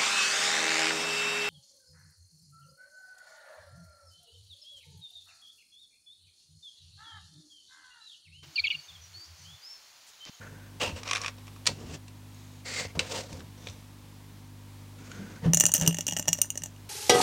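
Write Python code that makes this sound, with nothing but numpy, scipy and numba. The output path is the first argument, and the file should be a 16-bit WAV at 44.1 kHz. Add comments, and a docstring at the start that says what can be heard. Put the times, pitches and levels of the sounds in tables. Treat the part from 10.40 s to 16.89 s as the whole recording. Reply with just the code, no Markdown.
"""Over mains hum and air noise in a quiet room, fingers scuff a cardboard box: rough grains of noise excite its panel.
Short cracks and soft knocks mark the catches of nails and beads and the touch of fingertips.
Later a faint low tone glides up, then the hand bumps a glass jar and its air booms as a damped resonance.
Glass beads then drop in: each blow excites the damped modes of the jar, with clicks, jostling and skitters,
while two more strokes rub the board. One close microphone hears it all."""
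import sys
import numpy as np
from scipy import signal
from scipy.fft import rfft, irfft
from scipy.io import wavfile
from scipy.ndimage import uniform_filter1d
from numba import njit

SR = 44100
rng = np.random.default_rng(int(sys.argv[2]) if len(sys.argv) > 2 else 0)


def int16_out(signal):
    """Quantize to a 16-bit WAV file."""
    q = np.round(np.clip(np.atleast_2d(signal).T, -1, 1) * 32767)
    wavfile.write(sys.argv[1], SR, q.astype(np.int16))


N = 286207  # length in samples

# Mains hum partials. Each row: frequency in Hz, mean level in dB rms.
HUM_PARTIALS = [(50.2, -58.5), (100.3, -49.5), (150.6, -59), (200.9, -65), (251, -59), (301, -66)]
# Spectrum of the air noise. Each row: frequency in Hz, relative density in dB.
AIR_SPECTRUM = [(15, -44), (25, -17.5), (43, -36), (70, -18), (82, -24), (102, -22), (175, -19), (256, -22),
                (326, -24), (695, -30), (962, -26), (1290, -32.5), (3620, -34), (16000, -43)]
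AIR_DB = -55.5  # mean level
# Low tone rising as the hand swings over the jar. Each row: time in s, frequency in Hz, level in dB rms.
HAND_GLIDE = [(4.74, 188, -48), (4.764, 189, -48), (4.832, 200, -39), (4.9, 229, -57)]
# Bumps of the hand on the jar. Each row: start in s, level of the air boom in dB.
JAR_BUMPS = [(5.029, -27), (5.056, -13), (5.08, -14.5), (5.094, -16), (5.139, -22.5), (5.159, -30),
             (5.24, -27), (5.268, -43), (5.383, -28), (5.415, -19.5), (5.434, -31), (5.476, -16.5),
             (5.589, -45), (5.69, -39.5), (5.725, -32.5), (5.788, -36), (5.886, -28.5), (6.207, -40)]
JAR_AIR_HZ, JAR_AIR_T60_S, BUMP_S = 168, 0.27, 0.0036

# Resonances of the cardboard panel. Each row: centre in Hz, width in Hz, relative level in dB.
PANEL_MODES = [(280, 70, -7), (501, 93, 4), (707, 32, -6), (907, 34, -3)]
# Strokes of skin and nail. Each row: start in s, rise in s, hold in s, fall in s, level in dB, drift over
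# the hold in dB, board boom in dB and hiss in dB (both against that level), box rumble level in dB.
STROKES = [(0.004, 0.0089, .12, .4, -58, -10, 5, -20, -54.5),
           (0.398, 0.019, 0.082, 0.065, -28.5, -14, -0.5, -3, -46),
           (0.55, 0.017, 0.019, .06, -41.5, -4.5, -1, -4, -50),
           (0.637, 0.023, .23, 0.028, -40, -3, -8, -36, -67),
           (1.267, 0.0043, 0.033, 0.053, -28, -16, -10, -3, -39.5),
           (1.336, 0.028, 0.14, 0.035, -59, 3.5, -3, 1, -42),
           (1.507, 0.031, 0.0072, 0.035, -45, -1, -3.5, 5, -44.5),
           (1.904, 0.07, 0.23, .04, -75.5, 0.5, -17, 14, -73),
           (2.245, .014, 0.15, 0.066, -44, 7.5, -6.5, 2.5, -51),
           (2.473, .01, 0.031, .015, -57, -1, -14, -5, -62),
           (2.549, 0.0059, 0.038, 0.0069, -52.5, -18, 15.5, 6, -33),
           (2.593, 0.0066, 0.029, 0.052, -34, -5.5, -4, -12, -49),
           (2.646, 0.074, 0.074, 0.082, -44.5, -0.5, 5, 9.5, -47),
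           (2.858, 0.039, .1, .08, -54.5, -5, 3, 5.5, -45),
           (3.144, 0.033, 0.11, 0.16, -70, 9, 4.5, 9, -53.5),
           (4.547, 0.045, 0.17, 0.058, -61, 5.5, -4, -0.5, -53.5),
           (4.75, 0.022, .19, 0.067, -55, 1, -5.5, -13, -48.5),
           (5.019, 0.033, 0.016, 0.055, -46.5, -2, 9.5, -17, -29.5),
           (5.362, 0.055, 0.058, 0.04, -45.5, -2.5, 3.5, 2, -33.5)]
# Resonances of the hollow under the fingers, one row per stroke. Each row: three centres in Hz,
# level of the first in dB, level of the other two in dB (both against the plain sound).
HOLLOW_MODES = [(1555, 1720, 6400, 26, 12.5), (2680, 577, 885, 11.5, 11), (2780, 5600, 7800, 6, -5),
                (1130, 2450, 5580, 10, 3), (4400, 2740, 5500, -3.5, -10), (2770, 5500, 7000, 3, -4),
                (2720, 5900, 7600, 1, -8), (2340, 6600, 3900, 4, 6), (2100, 4520, 7350, 11.5, 1),
                (2160, 4600, 6300, 14.5, -1), (900, 1400, 4500, 4, -7), (2580, 1600, 3000, -7, -10),
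                (2690, 5300, 6500, -0.5, -29), (4330, 1670, 5800, -10, -10), (2500, 3630, 5900, 2, 3.5),
                (1420, 2300, 6700, 12, 2), (1490, 2020, 6400, 14, 2), (1850, 2960, 5800, 12, 4),
                (1600, 1700, 7100, -1, 7)]
SWELL_DB, RUMBLE_LAG_S = 18.5, 0.017  # depth of each stroke's rise and fall; the box answers late
SOFT_TOP_HZ = 9420
# Nails and beads catching on the board. Each row: start in s, crack peak in dB before the hollow
# and soft surface colour it, centre in Hz.
CATCHES = [(0.6315, -25.5, 2500), (0.6762, -20, 2240), (0.6875, -22, 2390), (0.696, -22, 2510),
           (0.7106, -11.5, 2380), (0.7314, -10.5, 2470), (0.7505, -16.5, 2400), (0.758, -12, 2420),
           (0.7673, -16.5, 2450), (0.778, -23, 2510), (0.8148, -18.5, 5200), (0.835, -25, 1860),
           (0.845, -18, 1830), (0.8603, -16, 2340), (0.88, -19.5, 2360), (0.982, -38, 2360),
           (1.0683, -37, 2540), (1.0782, -34, 2100), (1.161, -39, 1480), (1.2565, -19.5, 1910),
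           (1.2658, -4.5, 4560), (1.2717, -1, 4140), (1.68, -33.5, 4020), (1.9444, -41, 6990),
           (2.3963, -28, 2050), (2.453, -30, 2000), (2.592, -3.5, 2760), (2.928, -29, 4270),
           (3.004, -30, 1630), (3.27, -25.5, 2520), (3.285, -29, 3560), (3.297, -31, 5770),
           (4.7152, -29.5, 2430)]
CATCH_DECAY_S, CATCH_PUSH_DB = 0.0033, -26.5  # push into the board against the crack, before the push gain
# Fingertips knocking. Each row: start in s, push into the board in dB before the push gain,
# deep thud of the box on the table in dB.
FINGER_KNOCKS = [(0.468, -35, -33), (0.524, -36, -27.5), (0.981, -38, -55), (1.293, -15, -40),
                 (1.314, -30, -42), (1.449, -40, -35), (1.499, -36, -34), (2.451, -20, -35.5),
                 (2.553, -43, -31), (2.609, -32, -36), (2.927, -29.5, -34), (2.995, -36, -37),
                 (3.27, -26, -50), (3.29, -45, -36.5)]
THUD_HZ, THUD_T60_S, THUD_S = 85, 0.14, 0.005

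# Jar modes in four groups: main ring, wall tone, high ring, base knock.
# Each row: frequency in Hz, relative level in dB, t60 in s before the pile's damping.
JAR_MODES = [
    [(5730, -46, .04), (5750, -11, 0.022), (5860, -9.5, 0.05), (6010, -3.5, 0.027), (6420, -8, 0.041),
     (6610, -4.5, 0.015), (7000, -8.5, 0.047), (7300, -9, 0.029), (7410, -15, .05), (7740, -16, 0.033),
     (7860, -18, 0.043), (4590, -27, 0.045)],
    [(2870, 0.5, 0.078), (3240, -6, 0.018)],
    [(8750, -3, 0.081), (9010, 4.5, 0.066), (8980, -5.5, 0.051), (11100, -43, 0.026), (13000, -23, .03),
     (13500, -0.5, 0.076), (13560, -15, 0.05), (13300, -16, 0.033), (15000, -14, .04), (16000, -26, 0.037)],
    [(599, -1, 0.089), (280, -0.5, 0.042), (833, -3.5, 0.046), (1426, -12.5, 0.045), (1837, -1.5, 0.044)],
]
# Beads striking the jar. Each row: start in s, strike level in dB, wall tone in dB and base knock in dB
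# (both against the main ring).
BEAD_STRIKES = [(5.1343, -6, -15.5, -14), (5.1453, -6, -16.5, -40), (5.1527, -31, -18, -17),
                (5.1715, -6.5, -21, -16), (5.1995, -6, -19, -30), (5.2076, -2, -14.5, -18.5),
                (5.228, -42, -26, -6), (5.2375, -14, -13, -4.5), (5.2546, -5, -14, -27),
                (5.264, -5.5, -17, -24), (5.2858, -22, -22, -16), (5.2927, -26, -6, -3.5),
                (5.3178, -14, -20, -31), (5.3386, -4.5, -37, -28), (5.3401, -16.5, -8, -32),
                (5.3485, -15, -6, -7.5), (5.3526, -12, -17, -21), (5.359, -12.5, -20, -28),
                (5.3661, -15.5, -20, -20), (5.3704, -29, -3, -19), (5.3792, -21, -8.5, -16),
                (5.3983, -21.5, -15, -22), (5.412, -15, -13, -11), (5.421, -21.5, -6, -21),
                (5.4248, -23, -10, -4), (5.4334, -24, -3.5, -9), (5.452, -33, -15, -4),
                (5.463, -20, -1.5, -19), (5.476, -3.5, -10.5, -24.5), (5.509, -33, 6, -1),
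                (5.5267, -27.5, -5, -10), (5.5451, -20, -11, -11), (5.5692, -26, -5, -10),
                (5.5856, -17.5, -9, -9.5), (5.5884, -29.5, -6, 1.5), (5.608, -16.5, -10.5, -40),
                (5.6675, -13, -16, -21.5), (5.6803, -17.5, -9, -17), (5.6858, -18.5, -0.5, -7),
                (5.696, -25, -21, -26), (5.71, -25, -4, -12), (5.7234, -20, -5.5, -7.5),
                (5.7342, -23.5, -11, -19), (5.7662, -16, -7, -9), (5.7714, -20.5, -8, -8),
                (5.7868, -22, -12, -17), (5.7957, -16, -13, -6.5), (5.8254, -27, -7, -9),
                (5.8556, -35, -7, -4), (5.8765, -25.5, -15, -2.5), (5.8814, -8.5, -11, -11.5),
                (5.8882, -11, -13, -15), (5.9299, -6, -12, -31), (5.9524, -38, -22, 2),
                (5.9874, -25, -14, -3.5), (6.016, -5.5, -15.5, -42), (6.0449, -31.5, -28, -2),
                (6.1033, -16.5, -11, -38), (6.1557, -30, -15, -2.5), (6.1753, -16.5, -20, -21),
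                (6.2203, -30, -9, -7), (6.2361, -18, -18, -16), (6.2592, -26, -13, -12),
                (6.3624, -48, 1.5, -6)]
HIGH_DB, HIGH_SCATTER_DB = -9.5, 3  # high ring of the first bead against the main ring, and its scatter
HIGH_FADE_DB_PER_S, FREE_FADE_DB_PER_S = -3, -0.5  # the growing pile muffles the high ring and the tails

ROOM_T60_S, ROOM_DB = 0.16, -16.5
TOP_HZ = 15900  # upper limit of the recorder


def undb(db):
    """The decibel law: level to amplitude factor."""
    return 10 ** (np.asarray(db) / 20)


def unit(x):
    """Normalisation to unit root-mean-square amplitude."""
    return x / np.sqrt(np.mean(x ** 2))


@njit
def svf(x, hz, share):
    """State-variable resonance: a band-pass with a moving centre, its width a share of the centre."""
    y, low_state = np.empty(len(x)), 0.
    band_state = 0.
    for i in range(len(x)):
        g = np.tan(np.pi * hz[i] / SR)
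        v = (band_state + g * (x[i] - low_state)) / (1 + g * (g + share))
        band_state = 2 * v - band_state
        low_state += 2 * g * v
        y[i] = share * v
    return y


def band(x, hz, share):
    """Resonant selection about a centre, fixed or varying in time."""
    return svf(x, hz + np.zeros(len(x)), float(share))


def strikes(s, size):
    """Impulsive excitation: an impulse of each size at each time."""
    return np.bincount((np.asarray(s) * SR).astype(int), size, N)[:N]


def ring(x, hz, t60):
    """Damped oscillation of one mode; a unit impulse rings from amplitude 1."""
    pole = np.exp((2j * np.pi * hz - np.log(1000) / t60) / SR)
    return signal.lfilter([1], [1, -pole], x).imag


def walk(rate):
    """Slow random fluctuation: random levels held 1 / rate s and slewed twice."""
    k = int(SR / rate)
    held = np.repeat(rng.standard_normal(N // k + 1), k)
    return uniform_filter1d(uniform_filter1d(held, k), k)[:N]


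def room_tone():
    """Steady background: a harmonic series of hum that wavers a little over shaped random noise."""
    t = np.arange(N) / SR
    hum = sum(np.sqrt(2) * undb(db + walk(2.62)) * np.sin(2 * np.pi * (hz * t + rng.random()))
              for hz, db in HUM_PARTIALS)
    hz, db = np.transpose(AIR_SPECTRUM)
    f = np.maximum(np.fft.rfftfreq(N, 1 / SR), 1)
    density = undb(np.interp(np.log(f), np.log(hz), db))
    air = irfft(rfft(rng.standard_normal(N)) * density, N)
    return hum + undb(AIR_DB + 0.81 * walk(5.37)) * unit(air)


def hand_glide():
    """Frequency modulation: the phase of a sine is the running sum of its gliding frequency."""
    t = np.arange(N) / SR
    s, hz, db = np.transpose(HAND_GLIDE)
    edge = np.clip(np.minimum(t - s[0], s[-1] - t) / 0.014, 0, 1)
    swell = edge * undb(np.interp(t, s, db))
    return np.sqrt(2) * swell * np.sin(2 * np.pi * np.cumsum(np.interp(t, s, hz)) / SR)


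def jar_air():
    """Cavity resonance: soft pushes of the palm ring the air in the jar as one damped mode."""
    s, db = np.transpose(JAR_BUMPS)
    push = np.hanning(int(BUMP_S * SR))
    drive = np.convolve(strikes(s, undb(db)), push / push.sum())[:N]
    return ring(drive, JAR_AIR_HZ, JAR_AIR_T60_S)


def board(x):
    """Modal superposition: the cardboard panel's broad low resonances add up."""
    return sum(undb(db) * band(x, hz, width / hz) for hz, width, db in PANEL_MODES)


def hollow(x, plain_db=-7, share=.1):
    """Resonance of the hollow under the fingers: each stroke's three peaks are added to the plain sound."""
    starts = [stroke[0] - .02 for stroke in STROKES]  # the hollow changes shortly before each stroke
    now = np.maximum(np.searchsorted(starts, np.arange(N) / SR) - 1, 0)
    first, second, third, first_db, other_db = np.array(HOLLOW_MODES, float)[now].T
    others = band(x, second, share) + band(x, third, share)
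    peaks = undb(first_db) * band(x, first, share) + undb(other_db) * others
    return undb(plain_db) * (x + peaks)


def soft(x, leak_db=-14):
    """Low-pass action of soft skin and card: only a weaker plain leak passes far above the top."""
    return signal.sosfilt(signal.butter(3, SOFT_TOP_HZ, fs=SR, output="sos"), x) + undb(leak_db) * x


def rubs(grain_db=1.5, slip_db=2.5, rough_db=4):
    """Stick-slip friction: dense grains scrape and hiss, the board booms, the box rumbles under the hand."""
    body_gain, boom_gain, hiss_gain, rumble_gain = np.zeros((4, N))
    for start, rise, hold, fall, db, drift_db, boom_db, hiss_db, rumble_db in STROKES:
        knots = np.cumsum([0, rise, hold, fall])
        t = np.arange(int(knots[-1] * SR)) / SR
        edge = np.clip(np.minimum(t, knots[-1] - t) / 0.0014, 0, 1)
        contact = edge * undb(np.interp(t, knots, [-SWELL_DB, 0, 0, -SWELL_DB]))
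        rub = contact * undb(db + drift_db * np.clip((t - rise) / hold, 0, 1))
        i, j = int(start * SR), int((start + RUMBLE_LAG_S) * SR)
        body_gain[i:i + len(t)] += rub
        boom_gain[i:i + len(t)] += rub * undb(boom_db)
        hiss_gain[i:i + len(t)] += rub * undb(hiss_db)
        rumble_gain[j:j + len(t)] += contact * undb(rumble_db)
    # exponential random levels make some grains stand out
    scrape_grains, boom_grains, rumble_grains = [
        rng.standard_normal(N) * undb(grain_db * rng.exponential(size=N) + slip_db * walk(150))
        for _ in range(3)]
    scrape = body_gain * unit(band(scrape_grains, 1930, 1.9))
    scrape += hiss_gain * unit(band(scrape_grains, 5050, 1.24))
    rough = rumble_grains * undb(rough_db * walk(40))
    rumble = unit(band(band(rough, 178, 1.46), 150, 1.46))
    return scrape, boom_gain * unit(board(boom_grains)) + rumble_gain * rumble


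def catches_and_knocks(rise_s=0.00093, share=1.2, push_db=3):
    """Impact excitation: catches crack as short noise bursts; catches and knocks push the board; knocks thud."""
    cracks, t = np.zeros(N), np.arange(1200) / SR
    noise = rng.standard_normal((len(CATCHES), len(t)))
    envelope = np.exp(-t / CATCH_DECAY_S) * (1 - np.exp(-t / rise_s))
    for (s, db, hz), n in zip(CATCHES, noise):
        crack = band(n * envelope, hz, share)
        i = int(s * SR)
        cracks[i:i + len(t)] += undb(db) * crack / np.abs(crack).max()
    s, db, _ = np.transpose(CATCHES)
    knock_s, knock_db, thud_db = np.transpose(FINGER_KNOCKS)
    blows = strikes(s, undb(db + CATCH_PUSH_DB)) + strikes(knock_s, undb(knock_db))
    push = np.convolve(blows, np.hanning(24))[:N]
    press = np.hanning(int(THUD_S * SR))
    thud_drive = np.convolve(strikes(knock_s, undb(thud_db)), press / press.sum())[:N]
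    return cracks, undb(push_db) * board(push) + ring(thud_drive, THUD_HZ, THUD_T60_S)


def beads(scatter_db=3.0, detune=0.0058, click_db=-20, click_s=0.0028, wash_db=-36, wash_s=0.015,
          skitter_db=-24, skitter_s=.015, free_db=-14, contact_s=.0003, damp_s=.0028):
    """Modal excitation: where each bead lands sets the shares and slight detuning of the jar's damped modes."""
    out, t = np.zeros(N + 10000), np.arange(4400) / SR
    group = np.concatenate([[k] * len(modes) for k, modes in enumerate(JAR_MODES)])
    hz, mode_db, t60 = np.vstack(JAR_MODES).T
    chance = rng.standard_normal((len(BEAD_STRIKES), 3, len(hz)))
    noise = rng.standard_normal((len(BEAD_STRIKES), len(t)))
    skips = rng.random((len(BEAD_STRIKES), 2, 9))
    decay = np.exp(-np.log(1000) * t / t60[:, None])
    for (s, db, wall_db, base_db), (spot, bend, side), n, (wait, size) in zip(
            BEAD_STRIKES, chance, noise, skips):
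        since_first = s - BEAD_STRIKES[0][0]
        # the scatter of the last high mode also shifts the whole high group
        high_db = HIGH_DB + HIGH_FADE_DB_PER_S * since_first + HIGH_SCATTER_DB * spot[-6]
        group_db = np.array([0, wall_db, high_db, base_db])
        # the blow's energy in each group is shared out among its modes
        power = undb(mode_db + scatter_db * spot) ** 2
        energy_share = power / np.bincount(group, power)[group]
        polarity = np.sign(side + 0.67)  # mostly positive
        gain = polarity * undb(group_db[group]) * np.sqrt(energy_share)
        modes = np.sin(2 * np.pi * np.outer(hz * (1 + detune * bend), t)) * decay
        # the contact builds up briefly; the pile of beads soaks up most of the ring at once
        free = undb(free_db + FREE_FADE_DB_PER_S * since_first)
        clink = (gain @ modes) * (1 - np.exp(-t / contact_s)) * (np.exp(-t / damp_s) + free)
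        # the contact clicks, and the beads already lying there jostle
        click = undb(click_db) * n * np.exp(-t / click_s)
        jostle = undb(wash_db) * band(n, 3900, 0.46) * np.exp(-t / wash_s)
        # nine weaker repeats at random delays make the skitter
        delays = (-skitter_s * np.log(wait) * SR).astype(int) % 5000
        bounce = np.bincount(np.r_[0, delays], np.r_[1, undb(skitter_db - 14 * size)])
        clink = signal.fftconvolve(clink + click + jostle, bounce)
        i = int(s * SR)
        out[i:i + len(clink)] += undb(db) * clink
    return out[:N]


def room(x, dull_hz=9000):
    """Diffuse reverberation: convolution with decaying noise, a little duller, that starts 3 ms late."""
    t = np.arange(int(.4 * SR)) / SR
    tail = rng.standard_normal(len(t)) * np.exp(-np.log(1000) * t / ROOM_T60_S) * (t > .003)
    tail = signal.sosfilt(signal.butter(1, dull_hz, fs=SR, output="sos"), tail)
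    return undb(ROOM_DB) * signal.fftconvolve(x, tail / np.sqrt(np.sum(tail ** 2)))[:N]


def scene():
    """Superposition of all sources; only the impacts on board and jar excite the room."""
    scrape, rumble = rubs()
    cracks, pushes = catches_and_knocks()
    hits = soft(hollow(cracks)) + pushes + beads()
    strokes = soft(hollow(scrape), leak_db=-7) + rumble
    mix = hits + room(hits) + strokes + jar_air() + hand_glide() + room_tone()
    return mix[None]


def record(dry):
    """Band limiting and saturation: the microphone drops deep bass; the recorder rounds peaks and cuts the top."""
    heard = signal.sosfilt(signal.butter(2, 45, "high", fs=SR, output="sos"), dry)
    rounded = np.tanh(1.13 * heard) / 1.16
    return signal.sosfilt(signal.ellip(8, .2, 60, TOP_HZ, fs=SR, output="sos"), rounded)


dry = scene()
out = record(dry)
int16_out(out)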